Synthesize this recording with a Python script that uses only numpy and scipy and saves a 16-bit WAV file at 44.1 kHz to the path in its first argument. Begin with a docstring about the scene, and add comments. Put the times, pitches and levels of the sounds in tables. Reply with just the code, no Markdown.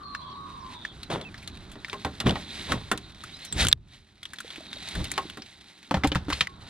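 """A parked car's door: lock whirrs, handle and latch knock, door swings to its stop; modes of a hollow body.
A rucksack lands on the seat and a can in its holder: ringing modes, bumps, grinding noise bands.
Keys tick (short noise bursts) and cloth rustles (coloured noise, creases) near two head-worn microphones.
Far off a hoarse call falls in pitch (rattled glide), birds chirp (blurred bends), traffic hums (slow noise).
"""
import sys
import numpy as np
from scipy import signal
from scipy.fft import rfft, irfft, next_fast_len
from scipy.io import wavfile
from scipy.ndimage import uniform_filter1d

SR = 44100
rng = np.random.default_rng(int(sys.argv[2]) if len(sys.argv) > 2 else 0)


def pcm_store(signal):
    """Save signal as 16-bit PCM."""
    levels = np.round(np.clip(np.atleast_2d(signal), -1, 1) * 32767)
    wavfile.write(sys.argv[1], SR, levels.astype(np.int16).T)


N = 295029

# knocks of handle, latch, door stop, bag on the sill:
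# [t/s, level/dB, ring f/Hz, thud re level/dB, treble re level/dB, thud centre f/Hz]
DOOR_KNOCKS = [(1.755, -39.5, 1180, 5, -31, 314), (1.93, -24, 2040, -7, -11, 400),
               (2.048, -17, 950, -7.5, -14.5, 140), (2.202, -16.5, 3900, -17, -7, 227),
               (2.260, -27.5, 700, 15, -40, 180), (2.356, -21.5, 900, -11.5, -42, 414),
               (2.72, -13.5, 1510, -6, -9.5, 135), (2.915, -12.5, 1410, -13.5, -4.5, 290),
               (5.178, -14, 1026, -30, -12, 604), (5.372, -32, 1380, -3, -7.5, 288)]
# door body modes: [f/Hz]
DOOR_MODES_HZ = [80, 114, 135, 190, 235, 294, 400, 590, 781, 1050, 1350, 1900, 2842, 3542]


def door():
    """Struck door: long-ringing low modes, fading faster with pitch."""
    return knocks(DOOR_KNOCKS, DOOR_MODES_HZ, ring_s=0.34, ring_slope=0.44, crack_db=1.0, rough=1.0,
                  crack_t60=0.048, pan_db=-0.38, thud_db=0., clank_db=-6.0,
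                  tail_db=-10.0, tail_hz=2090.0, swell_s=0.0015)


# knocks of the can in its holder:
# [t/s, level/dB, ring f/Hz, thud re level/dB, treble re level/dB, thud centre f/Hz]
CAN_KNOCKS = [(5.910, -15.5, 1130, -1, -19, 274), (5.942, -12.5, 770, -7, -42, 188),
              (5.969, -26.5, 940, 7, -17, 109), (6.036, -14.5, 1880, -6, -33, 318),
              (6.044, -12, 860, 0, -20, 303), (6.072, -23, 4080, 4, -1, 72.7),
              (6.118, -18.5, 3400, -0.5, -28, 285), (6.155, -13.5, 1220, -2, -20, 106),
              (6.283, -31.5, 1105, 10.5, -20, 284), (6.3015, -16.5, 1260, -24, -12, 124),
              (6.329, -14, 4200, -13, -18, 71), (6.408, -7, 3280, -24, -16, 96)]
# console body modes: [f/Hz]
CONSOLE_MODES_HZ = [70, 128, 185, 290, 538, 775, 900, 1340, 1760, 2060, 2420, 3100, 3520, 4300]


def can():
    """Can on the console: modes ring shorter and swell faster than the door's."""
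    return knocks(CAN_KNOCKS, CONSOLE_MODES_HZ, ring_s=0.14, ring_slope=0.29, crack_db=-2.5, rough=0.73,
                  crack_t60=0.046, pan_db=0.3, thud_db=0.25, clank_db=-5.0,
                  tail_db=-12.5, tail_hz=4040.0, swell_s=0.00065)


def knocks(rows, modes, ring_s, ring_slope, crack_db, rough, crack_t60, pan_db,
           thud_db, clank_db, tail_db, tail_hz, swell_s):
    """Hollow body: the spot struck favours low modes near the thud, high ones near the ring; ring_s at 100 Hz."""
    out, t = np.zeros((2, N)), np.arange(int(.3 * SR)) / SR
    f = np.array(modes)[:, None]
    fade_db = -60 * t / ring_s * (f / 100) ** ring_slope
    for s, peak_db, ring_hz, low_db, _, centre_hz in rows:
        sign, detune, level = rng.standard_normal((3, len(modes), 1))
        ports_db = 0.64 * rng.standard_normal((2, len(modes), 1))  # each port its own mix
        # loose trim roughens each ring
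        buzz = uniform_filter1d(rng.standard_normal((len(modes), len(t))), int(0.0036 * SR))
        roughness = 1 + rough * np.tanh(f / 400) * unit(buzz)
        tones = np.sin(2 * np.pi * f * (1 + 0.025 * detune) * t)
        rings = np.sign(sign) * roughness * undb(fade_db + ports_db) * tones
        thud, clank = (centre_hz, -11, low_db + thud_db), (ring_hz, -7., clank_db)
        for hz, db_per_octave, db in (thud, clank):
            mode_db = db_per_octave * np.abs(np.log2(f / hz)) + 4.1 * level
            body = np.sum(rings * undb(mode_db), axis=1) * (1 - np.exp(-t / swell_s))
            add(out, s, undb(peak_db + db) * body / np.abs(body).max(), pan_db)
    cracks = [(s, peak_db, hz, high_db, crack_t60) for s, peak_db, hz, _, high_db, _ in rows]
    return out + blows(cracks, pan_db, crack_hz=1300.0, crack_db=crack_db, ring_db=-3.5, ring_width=1.254,
                       air_db=2.7, tail_db=tail_db, tail_hz=tail_hz)


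# lock motor, door seal, door stop, bag against the chest, bag on the seat, can in its holder:
# [t/s, rise/s, hold/s, fall/s, grind level/dB, bass re grind/dB, treble re grind/dB, bass centre f/Hz]
RUBS = [(1.095, 0.008, 0.035, 0.11, -30.5, 1.5, -8, 221), (2.239, 0.031, 0.02, 0.072, -25, 6, -9.5, 133),
        (2.673, 0.032, 0.024, 0.084, -31.5, 5, -5.5, 134), (3.517, 0.085, 0.027, 0.11, -35, 14.5, 12.5, 70),
        (4.944, 0.01, 0.058, 0.07, -40.5, 13, -3.5, 91), (6.284, 0.0094, 0.11, 0.081, -55.5, 8, 14.5, 150)]
# bass colour: [f/Hz, relative density/dB]
THUMP = [(18, -5.5), (60, -8), (220, -10.5), (450, -15)]
# middle colour: [f/Hz, relative density/dB]
GRIND = [(200, -41), (400, 3.5), (1000, -3), (2500, -15), (3500, -10.5)]
RUB_EDGE_DB = -17.5  # level at both ends, at stretch 1
GRIND_STRETCH, BASS_STRETCH, TREBLE_STRETCH = 0.81, 1.18, 0.47  # slope length, relative


def rubs():
    """Short grinding drags: grainy middle, thumping bass, scratchy top."""
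    bass = hiss(THUMP, 3., 50)
    grind = hiss(GRIND, 4.8, 400)
    top = unit(hiss(CLOTH, 1.33, 700) + undb(-8.5) * hiss(TOP, 1.4, 700))
    out, t = 0, np.arange(N) / SR
    for s, rise, hold, fall, db, bass_db, top_db, bass_hz in RUBS:
        sos = signal.butter(1, [bass_hz / 1.75, bass_hz * 1.65], "bandpass", fs=SR, output="sos")
        thump = signal.sosfilt(sos, bass)
        slope = np.maximum(np.maximum(s + rise - t, 0) / rise, (t - s - rise - hold) / fall)

        def shape(stretch):
            return undb(RUB_EDGE_DB * slope / stretch) * (t > s)

        drag = shape(GRIND_STRETCH) * grind
        drag = drag + undb(bass_db) * shape(BASS_STRETCH) * thump
        drag = drag + undb(top_db) * shape(TREBLE_STRETCH) * top
        out = out + undb(db) * drag
    return out


# dull bumps of the bag's load: [t/s, level/dB, f/Hz]
BUMPS = [(4.447, -36.5, 477), (4.582, -32, 320), (4.606, -37, 644), (4.765, -39, 600), (5.254, -31.5, 343)]
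BUMP_T60_S = 0.039


def bag_bumps():
    """Bag load: heavily damped single modes."""
    return pings([(*row, BUMP_T60_S) for row in BUMPS], .4)


# small dry clicks of keys, buckles, straps, and the latch's quick sub-hits: [t/s, level/dB, ring f/Hz, treble
# re level/dB]
TICKS = [(0.149, -20, 1660, -21), (0.8503, -20, 1770, -25), (1.0315, -27.5, 4000, -10.5),
         (1.212, -31.5, 3650, -11), (1.342, -31.5, 1840, -20), (1.379, -35.5, 4540, -9),
         (1.427, -39, 2290, -5), (1.4754, -26, 3800, -3.5), (1.716, -38, 3400, -1.5),
         (1.8466, -21, 2040, -27), (1.8823, -35, 1560, -6), (1.8975, -23.5, 3560, -21),
         (2.269, -18.5, 3540, -29), (2.294, -14.5, 3070, -19), (2.308, -17.5, 3460, -15),
         (2.976, -22.5, 3630, -5.5), (3.237, -28.5, 1390, -5.5), (3.449, -33.5, 3300, 4.5),
         (3.5243, -26, 3720, -3), (3.6491, -17.5, 1330, 1), (3.6691, -11, 3040, -2),
         (3.685, -14.5, 3300, 7.5), (3.7153, -18.5, 3640, -19), (3.7276, 4.5, 3710, -8),
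         (4.2303, -28, 3300, -9), (4.2538, -27, 3370, -13), (4.334, -29, 1810, -2),
         (4.386, -26.5, 3560, -10), (4.4032, -27, 1550, 0), (4.504, -30, 3420, -14),
         (4.559, -29.5, 2700, -14), (4.7302, -25.5, 3740, -12), (4.8863, -26.5, 3800, -2.5),
         (4.9522, -25, 1630, -6), (5.0425, -23, 3700, -2.5), (5.116, -22, 2030, 7.5),
         (5.2988, -26, 3030, -9.5), (5.053, -30, 2920, -18), (5.4204, -29.5, 4916, -25),
         (6.149, -21.5, 1790, -6.5), (6.325, -17, 1140, -28), (6.471, -21, 1850, -13.5)]
TICK_T60_S, DOUBLING_DB = 0.0068, 12  # ring time at 0 dB; doubles for each step softer


def ticks():
    """Dry clicks; the softer, the longer the ring."""
    clicks = [(*row, TICK_T60_S * 2 ** (-row[1] / DOUBLING_DB)) for row in TICKS]
    return blows(clicks, pan_db=0.73, crack_hz=1310.0, crack_db=-1.0, ring_db=-2.14, ring_width=1.12,
                 air_db=3.76, tail_db=-10.5, tail_hz=4600.0)


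# thin metal rings after some clicks: [t/s, level/dB, f/Hz, t60/s]
JINGLES = [(3.526, -20.5, 7580, 0.047), (3.687, -29.5, 7600, 0.067), (6.479, -45.5, 1093, 0.41)]


def jingles():
    """Thin metal: single decaying modes, port phases scattered."""
    return pings(JINGLES, 4.2)


# swishes of sleeve and bag, rise and fall over 20 dB:
# [height t/s, level/dB, rise/s, fall/s, creases re hiss/dB]
SWISHES = [(.7, -55.5, 2.5, 1.5, -6.5), (1.55, -54.5, 0.74, 0.24, 1.5), (2.0, -51.5, 0.86, 0.54, -3),
           (2.49, -44, 0.08, 0.8, -12.5), (2.66, -40, 0.65, 0.27, -15), (3.451, -50.5, 0.95, 0.33, -2.5),
           (3.951, -56, 0.18, 0.099, -2), (4.551, -54, 0.45, 4.1, 1), (4.92, -41.5, 0.64, 0.7, -2),
           (6.69, -48, 0.16, .2, -14)]
# cloth colour: [f/Hz, relative density/dB]
CLOTH = [(500, -22.5), (700, -17), (1130, -22.5), (1900, -12), (2900, -14.5), (3790, -9.5), (4620, -16),
         (6500, -31.5)]
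# treble colour: [f/Hz, relative density/dB]
TOP = [(4000, -24), (5500, -5.5), (9500, -7), (12000, -20), (16000, -34.5)]
# narrow hiss colour: [f/Hz, relative density/dB]
NAP = [(3100, -14), (3850, 0), (4700, -14)]
STILL_DB = -12  # cloth at rest re traffic


def cloth():
    """Rubbing weave: grainy hiss, a narrow hiss swelling on its own, snapping creases."""
    traffic_db, _ = curves(HUM)
    t = np.arange(N) / SR
    swish, stiff = 0, 0  # powers of hiss and creases
    for s, db, rise, fall, crease_db in SWISHES:
        swell = undb(db - 20 * np.maximum((s - t) / rise, (t - s) / fall)) ** 2
        swish = swish + swell
        stiff = stiff + undb(crease_db) ** 2 * swell
    weave = hiss(CLOTH, 2.6, 600) + undb(-10.5) * hiss(TOP, 1.3, 300)
    creases = crumple(90) * (hiss(CLOTH) + undb(-9.5) * hiss(TOP))
    nap = undb(-4.0 + 2.9 * walk(24)) * hiss(NAP, 3.7, 500)
    level = np.sqrt(swish + undb(traffic_db + STILL_DB) ** 2)
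    return level * (undb(2.8 * walk(25)) * weave + nap) + np.sqrt(stiff) * creases


def crumple(per_s):
    """Lone creases snap at random, mostly faint; envelope decays over a few ms."""
    creases = (rng.random(N) < per_s / SR) * undb(5.4 * rng.standard_normal(N))
    return signal.lfilter([1], [1, -np.exp(-1 / (0.004 * SR))], creases)


# phrases: [t/s, length/s, start f/Hz, end f/Hz, bend of the fall (exponent), level/dB]
PHRASES = [(-.12, 0.53, 1245, 927, 1.3, -39.5), (0.217, .6, 1127, 917, 2.6, -39.5)]
RATTLE_HZ, RATTLE, SWELL = 104.4, 0.76, 0.74  # throat rattle rate, depth 0-1; swell exponent


def far_call():
    """Hoarse falling glides, throat-rattled; a decaying diffuse echo differs per port."""
    out = 0
    echo_t = np.arange(int(.1 * SR)) / SR
    echoes = rng.standard_normal((2, len(echo_t))) * undb(-60 * echo_t / 0.33)
    echoes /= np.sqrt(np.sum(echoes ** 2, axis=1))[:, None]
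    for s, length, hz0, hz1, bend, db in PHRASES:
        u = np.clip((np.arange(N) / SR - s) / length, 0, 1)
        glide_hz = (hz0 + (hz1 - hz0) * u ** bend) * (1 + 0.0031 * walk(80.5))
        phase = 2 * np.pi * np.cumsum(glide_hz) / SR
        hoarse = 1 + .55 * (walk(160) + 1j * walk(160))
        rattle_phase = 2 * np.pi * np.cumsum(RATTLE_HZ * (1 + 0.058 * walk(28.8))) / SR
        rattle = 1 + RATTLE * np.cos(rattle_phase)
        swell = np.abs(np.sin(np.pi * u)) ** SWELL * (u < 1)
        voice = unit(np.real(hoarse * rattle * np.exp(1j * phase))) * undb(db) * swell
        wet = signal.fftconvolve(voice[None], echoes, axes=1)[:, :N]
        out = out + 0.39 * voice + 0.62 * wet
    return out


# notes: [start t/s, end t/s, start f/Hz, middle f/Hz, end f/Hz, level/dB, hoarse width/Hz]
BIRDS = [(0.034, 0.236, 4310, 4180, 4060, -54.5, 340), (0.213, 0.345, 3380, 3330, 3190, -60.5, 452),
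         (0.239, 0.602, 3964, 3880, 3690, -62, 325), (.3, 0.33, 6000, 5300, 4870, -63, 60),
         (0.603, 0.65, 5860, 5140, 4480, -59, 60), (0.738, 0.931, 3690, 3560, 3380, -57, 517),
         (1.057, 1.08, 4070, 4000, 3950, -51, 40), (1.11, 1.15, 3740, 3640, 3720, -38.5, 40),
         (1.222, 1.25, 3650, 3480, 3050, -47, 40), (1.25, 1.294, 2590, 2630, 2320, -42.5, 87),
         (.2, .39, 4420, 4380, 4300, -59.5, 201), (3.322, 3.381, 3550, 3960, 3930, -42.5, 60),
         (3.33, 3.387, 4640, 5000, 4900, -52, 60), (3.418, 3.461, 4050, 4300, 3950, -45, 60),
         (3.466, 3.53, 3800, 3950, 3750, -51, 79), (3.455, 3.522, 5250, 5750, 5100, -61.5, 450)]


def birds():
    """Notes bend through three pitches; fast random level and phase blur each into a narrow band."""
    out = np.zeros((2, N))
    for s0, s1, hz0, hz1, hz2, db, width_hz in BIRDS:
        u = np.linspace(0, 1, int((s1 - s0) * SR))
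        bend_hz = np.polyval(np.polyfit([0, .5, 1], [hz0, hz1, hz2], 2), u)
        blur = [1 + width_hz / 150 * (walk(width_hz) + 1j * walk(width_hz)) for _ in range(2)]
        blur = np.array(blur)[:, :len(u)]
        tone = np.real(blur * np.exp(2j * np.pi * np.cumsum(bend_hz) / SR))
        add(out, s0, undb(db) * np.sin(np.pi * u ** 0.81) ** 0.23 * tone, -1.)
    return out


# background, muffled while the bag covers the ports and inside the car:
# [t/s, traffic level/dB, bass rumble level/dB]
HUM = [(0, -55.5, -49), (1.4, -55.5, -45.5), (2.5, -54, -48.5), (2.68, -51, -38), (3.05, -58, -44),
       (3.49, -58.5, -54), (3.8, -65.5, -41.5), (4.1, -71, -59), (4.6, -56, -60), (5.15, -51.5, -46),
       (5.47, -65, -57), (5.85, -65.5, -67), (5.99, -48, -44), (6.24, -51, -35.5), (6.42, -62, -51.5),
       (6.69, -52.5, -46)]
# traffic colour: [f/Hz, relative density/dB]
TRAFFIC = [(150, -8), (409, -13), (477, -17), (817, -14.5), (1500, -14), (2000, -26)]
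# rumble colour: [f/Hz, relative density/dB]
RUMBLE = [(15, -17.5), (70, -3.5), (125, -6), (230, -5.5), (420, -13.5)]
DRONE_DB = 4  # upper rumble re traffic


def traffic():
    """Distant traffic noise over a rumble; its bass is lumpy, levels wander."""
    traffic_db, bass_db = curves(HUM)
    rumble = hiss(RUMBLE)
    lumps = signal.sosfiltfilt(signal.butter(3, 150., fs=SR, output="sos"), rumble)
    drone = undb(DRONE_DB + 2.9 * walk(9)) * (rumble - lumps)
    far = undb(0.62 * walk(26)) * hiss(TRAFFIC) + drone
    lump_db = bass_db + 2.44 * walk(7.8) + 0.73 * walk(34)
    return undb(traffic_db) * far + undb(lump_db) * lumps


def undb(db):
    """dB to amplitude ratio."""
    return 10 ** (np.asarray(db) / 20)


def unit(x):
    """Scales to RMS 1."""
    return x / np.sqrt(np.mean(x ** 2))


def on_log(points, hz):
    """Reads (f/Hz, value) points on a log axis."""
    p = np.array(points)
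    return np.interp(np.log(np.maximum(hz, 1)), np.log(p[:, 0]), p[:, 1])


def curves(rows):
    """Table columns joined in time, one value a sample."""
    s, *columns = np.transpose(rows)
    return [np.interp(np.arange(N) / SR, s, c) for c in columns]


def walk(rate_hz):
    """Random levels, slewed from one to the next each 1 / rate_hz s; spread near 1."""
    k = int(SR / rate_hz)
    return uniform_filter1d(np.repeat(rng.standard_normal(N // k + 1), k), k)[:N]


# port likeness: [f/Hz, left-right correlation]
LIKENESS = [(30, 0.89), (200, 1), (600, 0.85), (1200, 0.44), (2500, 1), (5000, 1), (12000, 0.073)]


def hiss(points, grain_db=0., per_s=900):
    """Coloured two-port noise of RMS 1, correlated by frequency; grains make it crackle."""
    size = next_fast_len(N)
    hz = np.arange(size // 2 + 1) * SR / size
    gain = undb(on_log(points, hz)) * (hz > points[0][0]) * (hz < points[-1][0])
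    alike = np.clip(on_log(LIKENESS, hz), 0, 1)
    grains = undb(grain_db * walk(per_s))
    spectra = rfft(rng.standard_normal((2, N)) * grains, size)
    mid, side = spectra * gain * np.sqrt([1 + alike, 1 - alike])
    return unit(irfft([mid + side, mid - side], size)[:, :N])


# instants where added knocks, rings and notes stop short: [t/s]
CUTS_S = [5.9, 6.478]


def add(out, s, sound, pan_db):
    """Lays a sound into two ports, left up by pan_db; ends it at the next cut."""
    i = int(s * SR)
    n = min([sound.shape[1], N - i] + [int(cut * SR) - i for cut in CUTS_S if cut > s])
    out[:, i:i + n] += sound[:, :n] * undb([[pan_db / 2], [-pan_db / 2]])


def burst(t, lo_hz, hi_hz, t60, spread, snap=0.):
    """Decaying noise band of peak 1, led by a snap, partly different at the two ports."""
    noise = rng.standard_normal((3, len(t)))
    noise[0, 0] += snap
    noise = (noise[0] + spread * noise[1:]) * undb(-60 * t / t60)
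    sos = signal.butter(2, [lo_hz, min(hi_hz, 20000)], "bandpass", fs=SR, output="sos")
    band = signal.sosfilt(sos, noise)
    return band / np.abs(band).max()


def blows(rows, pan_db, crack_hz, crack_db, ring_db, ring_width, air_db, tail_db, tail_hz):
    """Each blow: broad crack, ring at its own pitch, treble tick, scattered tail."""
    out, t = np.zeros((2, N)), np.arange(int(.3 * SR)) / SR
    for s, peak_db, hz, high_db, t60 in rows:
        t60 = np.clip(t60, .004, .2)
        crack = burst(t, crack_hz, 3920, 0.78 * t60, 0.52, 7.7)
        ring = burst(t, hz / ring_width, hz * ring_width, t60, 0.033, 4.6)
        tail = burst(t, tail_hz / 4, tail_hz, 3 * t60, 1.0)
        air = burst(t, 6260, 10400, 1.17 * t60, 3.4, 26.4)
        sound = undb(crack_db) * crack + undb(ring_db) * ring
        sound = sound + undb(tail_db) * tail + undb(high_db + air_db) * air
        add(out, s, undb(peak_db) * sound * (1 - np.exp(-t / 0.00013)), pan_db)
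    return out


def pings(rows, skew_rad):
    """Single decaying modes; port phases random up to skew_rad."""
    out, t = np.zeros((2, N)), np.arange(int(.4 * SR)) / SR
    for s, db, hz, t60 in rows:
        tone = np.sin(2 * np.pi * hz * t + skew_rad * rng.random((2, 1)))
        add(out, s, undb(db - 60 * t / t60) * tone, -2.)
    return out


def duck(x, limit_db=-3.5, depth_db=11.5, hold_s=0.042, back_db_per_s=81.5):
    """Gain control above the bass: a peak over the limit cuts gain a moment later; holds, creeps back."""
    hit = np.where(np.abs(x).max(axis=0) > undb(limit_db), depth_db, -np.inf)
    ramp = back_db_per_s * np.arange(N) / SR
    down_db = np.maximum.accumulate(hit + ramp) - ramp + back_db_per_s * hold_s
    down_db = np.clip(down_db, 0, depth_db)
    late = int(.008 * SR)
    bass = signal.sosfiltfilt(signal.butter(2, 140, fs=SR, output="sos"), x)
    return bass + (x - bass) * undb(-uniform_filter1d(np.roll(down_db, late), late))


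def scene():
    """Sums all sources; cloth and traffic lean right."""
    near = door() + can() + rubs() + bag_bumps() + ticks() + jingles()
    bed = (cloth() + traffic()) * undb([[-.9], [.9]])
    return near + bed + far_call() + birds()


PORT_LAG_SAMPLES, TOP_HZ, CLIP = 2, 16400, .82


def record(dry):
    """Left port lies a little further from the sources; gain ducks, peaks clip, the top is cut."""
    ports = duck(np.array([np.roll(dry[0], PORT_LAG_SAMPLES), dry[1]]))
    lowpass = signal.ellip(10, .2, 100, TOP_HZ, fs=SR, output="sos")
    return signal.sosfilt(lowpass, np.clip(ports, -CLIP, CLIP))


dry = scene()
out = record(dry)
pcm_store(out)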